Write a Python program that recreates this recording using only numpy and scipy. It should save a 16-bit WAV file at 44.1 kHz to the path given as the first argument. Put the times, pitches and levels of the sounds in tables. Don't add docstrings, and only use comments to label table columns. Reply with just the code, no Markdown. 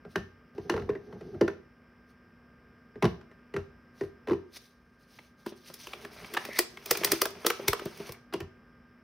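import sys
import numpy as np
from scipy import signal
from scipy.fft import rfft, irfft, next_fast_len
from scipy.io import wavfile
from scipy.ndimage import uniform_filter1d, map_coordinates

SR = 44100
rng = np.random.default_rng(int(sys.argv[2]) if len(sys.argv) > 2 else 0)


def to_wav(sig):
    pcm = np.clip(np.atleast_2d(sig), -1, 1) * 32767
    pcm = np.round(pcm).astype(np.int16)
    wavfile.write(sys.argv[1], SR, pcm.T)


N = 398223
CLOCK = np.arange(N) / SR
T = np.arange(SR // 4) / SR


def amp(db):
    return np.exp(np.asarray(db) * (np.log(10) / 20))


def unit(x):
    return x / np.sqrt(np.mean(x ** 2) + 1e-20)


def blow(x):
    return x / np.sqrt(np.sum(x ** 2) / (SR / 50) + 1e-20)


def along(points, hz):
    f, value = np.transpose(points)
    return np.interp(np.log(hz + 1), np.log(f + 1), value)


def gains(rows):
    s, *columns = np.transpose(rows)
    return [amp(np.interp(CLOCK, s, db, left=-120, right=-120)) for db in columns]


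def wobble(rate):
    knots = rng.standard_normal(int(N * rate / SR) + 4)
    return map_coordinates(knots, [np.arange(N) * rate / SR])


def filtered(x, response):
    n = x.shape[-1]
    m = next_fast_len(n + 8192)
    spectrum = rfft(x, m) * response(np.fft.rfftfreq(m, 1 / SR))
    return irfft(spectrum, m)[..., :n]


def coloured(x, points):
    return filtered(x, lambda hz: amp(along(points, hz)))


def resonate(x, peaks):
    def bank(f):
        total = 0
        for k, (centre, width, db) in enumerate(peaks):
            damping = 1j * f * width
            total = total + (-1) ** k * amp(db) * damping / (centre * centre - f * f + damping)
        return total
    return filtered(x, bank)


def add(track, s, sound):
    start = max(round(s * SR), 0)
    track[start:start + len(sound)] += sound[:max(N - start, 0)]


def ring(modes, rise, scatter_db, detune):
    chance = rng.standard_normal((len(modes), 2))
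    waves = 0
    for (hz, db, t60), (level_chance, pitch_chance) in zip(modes, chance):
        decay = amp(db + scatter_db * level_chance - 60 * T / t60)
        waves = waves + decay * np.sin(2 * np.pi * hz * (1 + detune * pitch_chance) * T)
    return blow(waves * (1 - np.exp(-(T / rise) ** 2)))


def burst(rise, t60, tail_db, tail_t60):
    decay = amp(-60 * T / t60) + amp(tail_db - 60 * T / tail_t60)
    return decay * (1 - np.exp(-(T / rise) ** 2)) * rng.standard_normal(len(T))


def bend(x, cycles):
    return filtered(x, lambda hz: np.exp(-2j * np.pi * cycles * np.log(hz + 20)))


# f/Hz, relative level/dB per Hz
FAN_AIR = [(25, -29), (55, -0.5), (100, -8), (160, -4.5), (240, -8), (300, -12), (420, -10.5), (800, -21),
           (1600, -17), (3000, -30.5), (4200, -43.5), (5300, -29), (6500, -52.5), (16000, -48)]
# f/Hz, level/dB
FAN_TONES = [(215.3, -77), (242.2, -68), (1130, -85), (1222, -77.3), (1588, -74.2), (1803, -89),
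             (2110, -86.5), (2385, -89)]
# t/s, level/dB
FAN_WAVER = [(0, 4.5), (1.7, 3.5), (4.3, 5), (4.65, 0), (5.4, 2), (6, 4.5), (8.3, 4.5), (9, 3.5)]


def fan():
    air = amp(-64.5) * unit(coloured(rng.standard_normal(N), FAN_AIR))
    tones = 0
    for hz, db in FAN_TONES:
        phase = 2 * np.pi * hz * CLOCK + 0.6 * wobble(5)
        tones = tones + amp(db) * np.sqrt(2) * np.sin(phase)
    return (air + tones) * amp(np.interp(CLOCK, *np.transpose(FAN_WAVER)))


# t/s, relative level/dB, weight on the floor/dB, hardness/dB,
# clack f/Hz, ring of the cap/dB, compartment f/Hz, shell f/Hz
BOTTLE_KNOCKS = [(0.049, -45.5, 5.5, -1.5, 1370, -19, 382, 170),
                 (0.1569, -28.5, 1.5, 5, 1720, -3, 384, 180), (0.579, -34.5, -4, -7, 980, -8, 404, 103),
                 (0.696, -27, -9, 6, 1510, -2, 357, 235), (0.719, -31.5, 2.5, -4, 1500, -12, 346, 91),
                 (0.739, -28, -12, -3, 1060, -27, 446, 160), (0.763, -35, -6, 1, 1000, -7, 429, 160),
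                 (0.776, -33.5, -3, 2, 1410, -20, 413, 85), (0.795, -39.5, 6, -3.5, 1200, -1, 378, 91),
                 (0.82, -43, 10, -3, 1700, -1, 376, 86.5), (0.891, -24.5, -8.5, -8.5, 1010, -16, 406, 116),
                 (0.9, -49.5, -2, 10, 2060, -26, 444, 200), (0.919, -35, -9, -20, 1100, -22, 390, 118),
                 (0.932, -45, 0, -4, 1900, -25, 444, 119), (0.951, -35.5, -6, -4, 1930, -32, 377, 260),
                 (1.125, -46.5, 7, 1.5, 1203, -16, 437, 125), (1.208, -42.5, 2, -5, 1350, -2, 430, 186),
                 (1.344, -39.5, 4.5, -9, 1460, -22, 368, 105), (1.4097, -18, -5, -8, 1440, -7, 403, 215),
                 (1.412, -26, -8, 1.5, 676, -20, 489, 215), (1.435, -25.5, -10, -28, 750, -15, 359, 217),
                 (1.478, -29.5, -7, 2, 1440, -9.5, 395, 210), (2.955, -42, 3, -7, 1800, -14, 404, 233),
                 (3.0241, -25.5, 9, 4.5, 1050, -6.5, 396, 172), (3.031, -34, 0, 7, 650, -21, 345, 131),
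                 (3.042, -24.5, 2.5, 2, 1020, -11, 404, 174), (3.052, -27, -2, 2.5, 650, -2.5, 352, 230),
                 (3.21, -57, -2, 6.5, 1600, -3, 382, 150), (3.312, -60, -10, 8, 1620, -7, 406, 150),
                 (3.538, -33, 0, -5, 1880, -0.5, 420, 152), (3.563, -30.5, 0.5, 0.5, 1350, -5.5, 412, 88),
                 (4.009, -28, -9, -7.5, 1920, -9, 398, 129), (4.034, -36, -3.5, -11, 1390, -4, 364, 102),
                 (4.272, -37.5, 3, 1.5, 980, -6, 430, 269), (4.283, -33, 0.5, -3, 1010, -3.5, 405, 119),
                 (4.296, -36, -12, 1, 1100, -11, 480, 169), (4.308, -23.5, -6, -8, 990, -13, 382, 260),
                 (4.317, -27, -9, -7.5, 1010, -12, 372, 130), (4.331, -30, -8, -5, 1010, -7, 380, 263),
                 (8.325, -44.5, -14, 5, 1290, 0, 380, 198), (8.337, -28.5, -8.5, -0.5, 1000, 1.5, 374, 161),
                 (8.403, -37.5, 3, 2, 1330, 0, 385, 90)]
ROCK_S, ROCK_DB, ROCK_WEIGHT_DB, ROCK_HARDNESS_DB = .021, -15, 6, -3


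def contacts():
    gaps = np.diff([row[0] for row in BOTTLE_KNOCKS], append=np.inf)
    for (s, db, weight_db, hardness_db, *colour), gap in zip(BOTTLE_KNOCKS, gaps):
        yield s, db, weight_db, hardness_db, *colour
        if gap > 2 * ROCK_S:
            yield s + ROCK_S, db + ROCK_DB, weight_db + ROCK_WEIGHT_DB, hardness_db + ROCK_HARDNESS_DB, *colour


def favoured(modes, hz, lift_db, octaves):
    lifted = []
    for f, db, t60 in modes:
        nearness = np.exp(-(np.log2(f / hz) / octaves) ** 2)
        lifted.append((f, db + lift_db * nearness, t60))
    return lifted


# f/Hz, relative level/dB per Hz
CLACK_COLOUR = [(300, -23), (650, 3), (1100, 3.5), (1650, -3.5), (2300, -19), (3100, -14), (4500, -18.5),
                (9000, -46)]
TICK_COLOUR = [(1500, -1.5), (3200, 7), (5000, 7), (6200, 8), (7300, -39), (9000, -6.5), (15000, -9),
               (17000, -42)]
THUD_COLOUR = [(50, -22), (100, 12), (185, 12.5), (330, -12), (700, 4), (1500, -49)]
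# f/Hz, width/Hz, relative level/dB
BOTTLE_BODY = [(814, 16, 2.5), (983, 26, 10), (1060, 56, -9), (1510, 2460, -10.5), (1915, 266, 3)]
BOTTLE_CAP = [(2790, 2100, -2), (2958, 340, 4)]
# f/Hz, relative level/dB, t60/s
BOTTLE_PING = [(631.5, 0.5, 0.19), (789, -15, 0.12), (985, 0.5, 0.094), (1084, -1, 0.091),
               (1407, -2.5, 0.096), (1588, 6.5, 0.037), (1790, -10.5, 0.28), (1906, -5.5, 0.08),
               (2755, -13.5, 0.16)]
SHELL_MODES = [(69.6, -11, 0.38), (90.8, -8.5, 0.36), (126.5, -5.5, 0.14), (177.7, -1.5, 0.22),
               (213.6, 2.5, 0.15), (250, 0, 0.12)]
HOLLOW_MODES = [(255, -5, .05), (342, -7, .08), (380, -10, .13), (441, -7, .07), (492, -8, .05)]
TICK_DB, TICK_GROWS = -10, 0.38


def bottles():
    out = np.zeros(N)
    for s, hollow_db, weight_db, hardness_db, clack_hz, ring_db, hollow_hz, shell_hz in contacts():
        shell_db = hollow_db + weight_db
        clack_db = hollow_db + hardness_db
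        cap_db = clack_db + ring_db
        tick_db = clack_db + TICK_DB + TICK_GROWS * ring_db
        softness = np.interp(clack_db, [-50, -25], [2, 1])

        contact = burst(rise=0.0009 * softness, t60=0.022, tail_db=-22, tail_t60=0.16)
        wall = blow(coloured(contact, CLACK_COLOUR)) + amp(-6.0) * blow(resonate(contact, BOTTLE_BODY))
        spot = blow(resonate(contact, [(clack_hz, 300, 0)]))
        ping_modes = favoured(BOTTLE_PING, clack_hz, lift_db=9, octaves=.35)
        ping = ring(ping_modes, rise=.001, scatter_db=2.5, detune=.002)
        clack = blow(wall) + amp(-6) * spot + amp(-2) * ping
        cap = blow(resonate(resonate(contact, BOTTLE_CAP), BOTTLE_CAP))

        rattle = burst(rise=0.003 * softness, t60=0.014, tail_db=-34, tail_t60=0.31)
        tick = blow(coloured(rattle, TICK_COLOUR))
        give = burst(rise=.003, t60=.06, tail_db=-18, tail_t60=.18)
        thud = blow(coloured(give, THUD_COLOUR))
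        shell_ring = ring([(shell_hz, 10, .075), *SHELL_MODES], rise=.0028, scatter_db=2, detune=.015)
        shell = amp(-5) * thud + shell_ring
        hollow = ring([(hollow_hz, 7, .05), *HOLLOW_MODES], rise=0.0045, scatter_db=1.5, detune=0.03)

        add(out, s, amp(clack_db - 12.0) * clack)
        add(out, s, amp(cap_db - 16.5) * cap)
        add(out, s, amp(tick_db - 10.5) / softness * tick)
        add(out, s + 0.0022, amp(hollow_db - 1.0) * hollow)
        add(out, s + 0.0014, amp(shell_db - 6.0) * bend(blow(shell), cycles=2.2))
    return out


def patchy(x, depth_db):
    z = signal.stft(x, nperseg=256)[2]
    across_pitch = uniform_filter1d(rng.standard_normal(z.shape), size=4, axis=0)
    field = uniform_filter1d(across_pitch, size=9, axis=1)
    return signal.istft(z * amp(depth_db * unit(field)), nperseg=256)[1][:N]


def crackle(rate, low_hz, high_hz, spread_db, hiss, clump_db):
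    when, pitch, life, size = rng.random((int(rate * N / SR), 4)).T[:, :, None]
    hz = low_hz * (high_hz / low_hz) ** pitch
    t = T[:SR // 600]
    strength = amp(spread_db * -np.log(.06 + .94 * size))
    pops = strength * np.sin(2 * np.pi * hz * t) * np.exp(-t * hz / (.4 + life))
    at = (when * N).astype(int) + np.arange(len(t))
    clumps = amp(clump_db * wobble(60))
    rustle = unit(np.bincount(at.ravel(), pops.ravel())[:N]) + hiss * rng.standard_normal(N)
    return clumps * patchy(rustle, depth_db=1.6)


# t/s, half length/s, relative level/dB
GRIP_RUSTLES = [(0.124, 0.018, -65), (2.103, 0.017, -73), (4.016, 0.039, -63.5), (4.556, 0.015, -53),
                (4.57, 0.0049, -46.5), (4.62, 0.059, -64), (4.87, 0.28, -84.5), (5.024, 0.018, -73.5),
                (5.15, 0.039, -63), (5.253, 0.035, -68.5), (5.413, 0.024, -69), (5.488, 0.017, -55.5),
                (5.575, 0.011, -67), (5.679, 0.017, -54), (5.809, 0.0095, -51), (5.848, 0.017, -58),
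                (6.026, 0.023, -63), (6.135, 0.011, -58.5), (6.264, 0.0083, -56), (6.533, 0.0032, -45),
                (6.576, 0.01, -43), (8.01, 0.012, -66), (8.072, 0.021, -54)]
# t/s, relative rub level/dB, relative crinkle level/dB
POUCH_PUSH = [(5.5, -82, -79), (5.76, -69, -60.5), (5.94, -49.5, -59.5), (6.1, -51.5, -63),
              (6.31, -47.5, -57.5), (6.49, -45.5, -54.5), (6.68, -64, -63), (6.82, -55.5, -65),
              (6.9, -43, -50.5), (7.05, -41, -49), (7.11, -37, -43.5), (7.26, -53, -56), (7.38, -46, -61),
              (7.5, -55.5, -53), (7.65, -43.5, -61), (7.77, -50.5, -57.5), (7.92, -53, -61.5),
              (7.99, -47.5, -57), (8.14, -49.5, -68.5), (8.3, -91, -97)]
# f/Hz, relative level/dB per Hz
CRINKLE_COLOUR = [(1000, -15), (2000, -9), (2800, -11.5), (5100, -4.5), (6200, -5.5), (7300, -23),
                  (9000, -9.5), (12000, -12), (15300, -9), (16500, -25.5)]
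RUB_COLOUR = [(350, -40), (600, 3), (738, -3.5), (934, -5), (1420, -4.5), (1860, -6.5), (2260, -0.5),
              (2680, -5), (3500, -8), (4550, -41), (7700, -120)]


def handling():
    rub, crinkle = gains(POUCH_PUSH)
    grip = sum(amp(db) * np.exp(-((CLOCK - s) / half) ** 2 / 2) for s, half, db in GRIP_RUSTLES)
    spurts = amp(1.5 * wobble(22))
    creases = crackle(rate=5000, low_hz=2500, high_hz=14000, spread_db=3.3, hiss=.65, clump_db=1.5)
    slips = crackle(rate=2500, low_hz=900, high_hz=3500, spread_db=3.2, hiss=.8, clump_db=1.3)
    foil = (amp(1.5) * crinkle * spurts + grip) * unit(coloured(creases, CRINKLE_COLOUR))
    skin_level = amp(-6.0) * rub * spurts + amp(-16.0) * grip
    return foil + skin_level * unit(coloured(slips, RUB_COLOUR))


# t/s, relative effort level/dB
BOTTLE_PUSH = [(0.55, -49), (0.636, -44.5), (0.766, -43), (1.004, -52), (1.176, -46.5), (1.344, -45),
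               (1.446, -50), (1.574, -74), (1.7, -77)]
# f/Hz, relative level/dB per Hz
DRAG_COLOUR = [(21, -38), (35, -28.5), (108, -0.5), (150, -8), (189, 3), (216, -4.5), (246, 0),
               (296, -11.5), (384, 4), (427, 3), (547, -18.5), (800, -14.5), (1040, -36.5), (1760, -120)]
SKIN_DB = -26
BOTTLE_DRAG_DB, POUCH_DRAG_DB = -2, -6


def sliding():
    effort, rub = gains(BOTTLE_PUSH)[0], gains(POUCH_PUSH)[0]
    slipping = rng.standard_normal(N) * amp(1.7 * wobble(30.9))
    skin = amp(SKIN_DB) * effort * unit(coloured(slipping, TICK_COLOUR))
    judder = rng.standard_normal(N) * amp(5 * wobble(35))
    load = amp(BOTTLE_DRAG_DB) * effort + amp(POUCH_DRAG_DB) * rub
    return skin + load * unit(coloured(judder, DRAG_COLOUR))


# f/Hz, relative level/dB, t60/s
TAP_MODES = [(353, -14.5, 0.13), (396, -11, 0.11), (491, -4.5, 0.013), (548, -2, 0.031), (633, -10, 0.043)]


def tap(hz):
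    hollow = ring([(hz, 2.0, 0.04), *TAP_MODES], rise=0.0027, scatter_db=4.0, detune=0.033)
    return blow(coloured(hollow, [(120, -11.5), (290, -2.5)]))


def buckling(swell, length, tail_db, tail_t60):
    t = T - 1 / 100
    collapse = np.exp(-(t / length) ** 2) + amp(tail_db - 60 * np.abs(t) / tail_t60)
    shape = np.where(t < 0, np.exp(-np.abs(t) / swell), collapse)
    return shape * rng.standard_normal(len(t))


# t/s, relative panel level/dB, panel f/Hz, sharpness of the foil's crack/dB, compartment f/Hz
POUCH_SNAPS = [(4.564, -54.5, 3300, -7, 396), (5.187, -48, 2100, -24, 343), (5.462, -40.5, 940, -4.5, 367),
               (5.699, -53.5, 1380, -10, 532), (5.739, -62, 2150, 24, 400), (5.869, -41.5, 2630, -4.5, 456),
               (5.933, -37, 2490, -22, 445), (6.048, -40.5, 1700, -10, 357), (6.244, -43.5, 2180, -17, 405),
               (6.337, -39.5, 1940, 5.5, 394), (6.346, -36.5, 1510, -6.5, 407),
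               (6.368, -25, 1760, -46, 349), (6.372, -29, 1020, -29, 349), (6.45, -39, 1970, 0.5, 400),
               (6.569, -48, 1500, -12.5, 403), (6.588, -23.5, 1990, 9.5, 440),
               (6.771, -42, 2150, -18.5, 402), (6.858, -46.5, 2410, 13.5, 400),
               (6.909, -24, 2020, 9.5, 473), (6.951, -33.5, 2395, -9, 434), (6.971, -43, 2350, 14, 404),
               (7.034, -29.5, 1860, -6.5, 442), (7.045, -28.5, 1960, 13.5, 368),
               (7.072, -36, 1840, -6.5, 330), (7.117, -28, 1940, 13, 383), (7.216, -24.5, 1280, 8.5, 470),
               (7.254, -29.5, 1330, 2.5, 457), (7.304, -55.5, 1300, 9.5, 400), (7.446, -36, 1320, -15, 446),
               (7.464, -25.5, 1300, 10, 480), (7.501, -24.5, 1240, -2.5, 448), (7.68, -25, 2180, 9, 414),
               (7.73, -24.5, 1010, -5.5, 457), (7.794, -39, 1280, -11, 376), (7.854, -62.5, 1170, 22, 371),
               (7.973, -61.5, 2400, 14, 400), (8.091, -45, 1000, -2, 468), (8.12, -52.5, 1090, 14, 400),
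               (8.335, -41, 3300, 1, 373), (8.402, -57, 3260, 11, 372)]
# f/Hz, relative level/dB per Hz
SPLINTER_COLOUR = [(1200, -13), (3000, -8), (6000, -1.5), (7300, -10), (9000, -4.5), (12000, -8.5),
                   (15200, -2), (17000, -22.5)]
CRACK_COLOUR = [(300, -33.5), (700, 8.5), (1100, 12.5), (2000, 4), (3200, 5.5), (5000, -7.5),
                (10000, -41.5)]
# f/Hz, width/Hz, relative level/dB
FOIL_PEAKS = [(2950, 1800, -9.5), (4630, 150, 20), (4970, 800, 11), (6465, 181, 10), (9000, 590, -21),
              (9800, 170, -13), (12330, 554, -2), (13400, 84.5, 19.5), (13800, 1300, -0.5)]
# f/Hz, relative level/dB, t60/s
RACK_MODES = [(1290, 0, 0.21), (2050, 10.5, 0.13), (2380, 1, 0.13), (2500, 6, 0.17), (3360, 4, .2),
              (3670, -1.5, 0.22), (4350, 5, 0.14), (4790, -6, 0.14), (5130, 2, 0.158), (5130, -7, .15),
              (5590, -11.5, 0.25), (8075, -7.5, 0.057), (12360, -13, .38), (13870, -15, .14)]
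ANSWER_DB, ANSWER_GROWS = -3, 0.25


def snaps():
    out = np.zeros(N)
    for s, panel_db, panel_hz, sharp_db, hollow_hz in POUCH_SNAPS:
        foil_db = panel_db + sharp_db
        hollow_db = panel_db + ANSWER_DB + ANSWER_GROWS * sharp_db
        buckle = buckling(swell=0.0015, length=0.0041, tail_db=-18.5, tail_t60=0.11)
        foil = blow(coloured(buckle, SPLINTER_COLOUR)) + amp(-7.0) * blow(resonate(buckle, FOIL_PEAKS))
        bars = amp(-15) * ring(RACK_MODES, rise=.005, scatter_db=2, detune=.001)
        flex = buckling(swell=.0014, length=.0045, tail_db=-21, tail_t60=.16)
        panel_ring = blow(resonate(flex, [(panel_hz, 180, 0)]))
        panel = blow(coloured(flex, CRACK_COLOUR)) + amp(-1.0) * panel_ring
        add(out, s - .008, amp(foil_db - 9.5) * (blow(foil) + bars))
        add(out, s - .008, amp(panel_db - 4.0) * blow(panel))
        add(out, s + 0.00313, amp(hollow_db - 4.0) * tap(hollow_hz))
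    return out


# t/s, relative level/dB, weight on the floor/dB, compartment f/Hz, shell f/Hz
POUCH_BUMPS = [(5.462, -37.5, -5, 374, 234), (5.518, -45.5, -7, 390, 242), (5.696, -49.5, -9, 532, 160),
               (6.484, -40.5, -10, 370, 242), (6.909, -39, -10, 470, 118), (7.009, -35, -16, 342, 188),
               (7.127, -25.5, -23, 377, 130), (7.446, -29, -39, 453, 264.5), (7.592, -36, -19, 355, 209.7),
               (7.681, -35, 2, 409, 96), (7.814, -40.5, -15, 380, 248.5), (7.854, -34, -5.5, 372, 173.5),
               (7.998, -39.5, -6, 416, 192), (8.089, -43.5, -2, 465, 117)]


def bumps():
    out = np.zeros(N)
    for s, db, weight_db, hollow_hz, shell_hz in POUCH_BUMPS:
        contact = burst(rise=0.0045, t60=0.068, tail_db=-16.0, tail_t60=0.25)
        slap = blow(coloured(contact, CRACK_COLOUR))
        thump = ring([(shell_hz, 0, 0.03)], rise=0.0014, scatter_db=1.5, detune=0.02)
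        add(out, s, amp(db - 13.5) * slap)
        add(out, s + .003, amp(db - 1.5) * tap(hollow_hz))
        add(out, s, amp(db + weight_db) * bend(thump, cycles=1.3))
    return out


# t/s, level/dB, f/Hz
FOIL_SQUEAK = [(6.382, -50.5, 1800), (6.461, -58.5, 1860), (6.495, -53.5, 1980), (6.51, -44.5, 2000),
               (6.55, -45, 2040), (6.575, -40, 1990), (6.588, -62, 2073)]


def squeak():
    s, db, hz = np.transpose(FOIL_SQUEAK)
    phase = 2 * np.pi * np.cumsum(np.interp(CLOCK, s, hz)) / SR
    slipping = wobble(650) * np.sin(phase) + wobble(650) * np.cos(phase)
    return gains(np.c_[s, db])[0] * unit(slipping)


# f/Hz, t60/s
ROOM_DECAY = [(100, 0.38), (500, 0.36), (2000, 0.33), (6000, 0.33), (15000, 0.088)]


def room(x):
    hz, t, z = signal.stft(rng.standard_normal(SR // 2), SR, nperseg=256)
    decay = amp(-60 * t / along(ROOM_DECAY, hz)[:, None])
    tail = signal.istft(z * decay, SR, nperseg=256)[1]
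    delayed = np.pad(x, (SR // 150, 0))
    return signal.fftconvolve(delayed, tail / np.linalg.norm(tail))[:N]


# f/Hz, relative side level/dB
SIDE_WIDTH = [(200, -35), (350, -25), (600, -21), (1200, -25), (3000, -19), (9000, -19), (14000, -6)]


def stereo(x):
    def phase_shift(hz):
        return 1j * map_coordinates(rng.standard_normal(SR // 120 + 2), [hz / 60])
    spread = amp(-6.0) * filtered(x, phase_shift) + amp(3.5) * room(x)
    side = coloured(spread, SIDE_WIDTH)
    return np.array([x + side, x - side])


def scene():
    hum = fan()
    near = bottles() + handling() + sliding() + snaps() + bumps() + squeak()
    return stereo(near + amp(-15.0) * room(near) + hum)


TOP_HZ = 15900


def record(dry):
    rumble_cut = signal.butter(2, 42, "highpass", fs=SR, output="sos")
    thinned = signal.sosfilt(rumble_cut, dry)
    return filtered(thinned, lambda hz: 1 / np.sqrt(1 + (hz / TOP_HZ) ** 160))


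dry = scene()
out = record(dry)
to_wav(out)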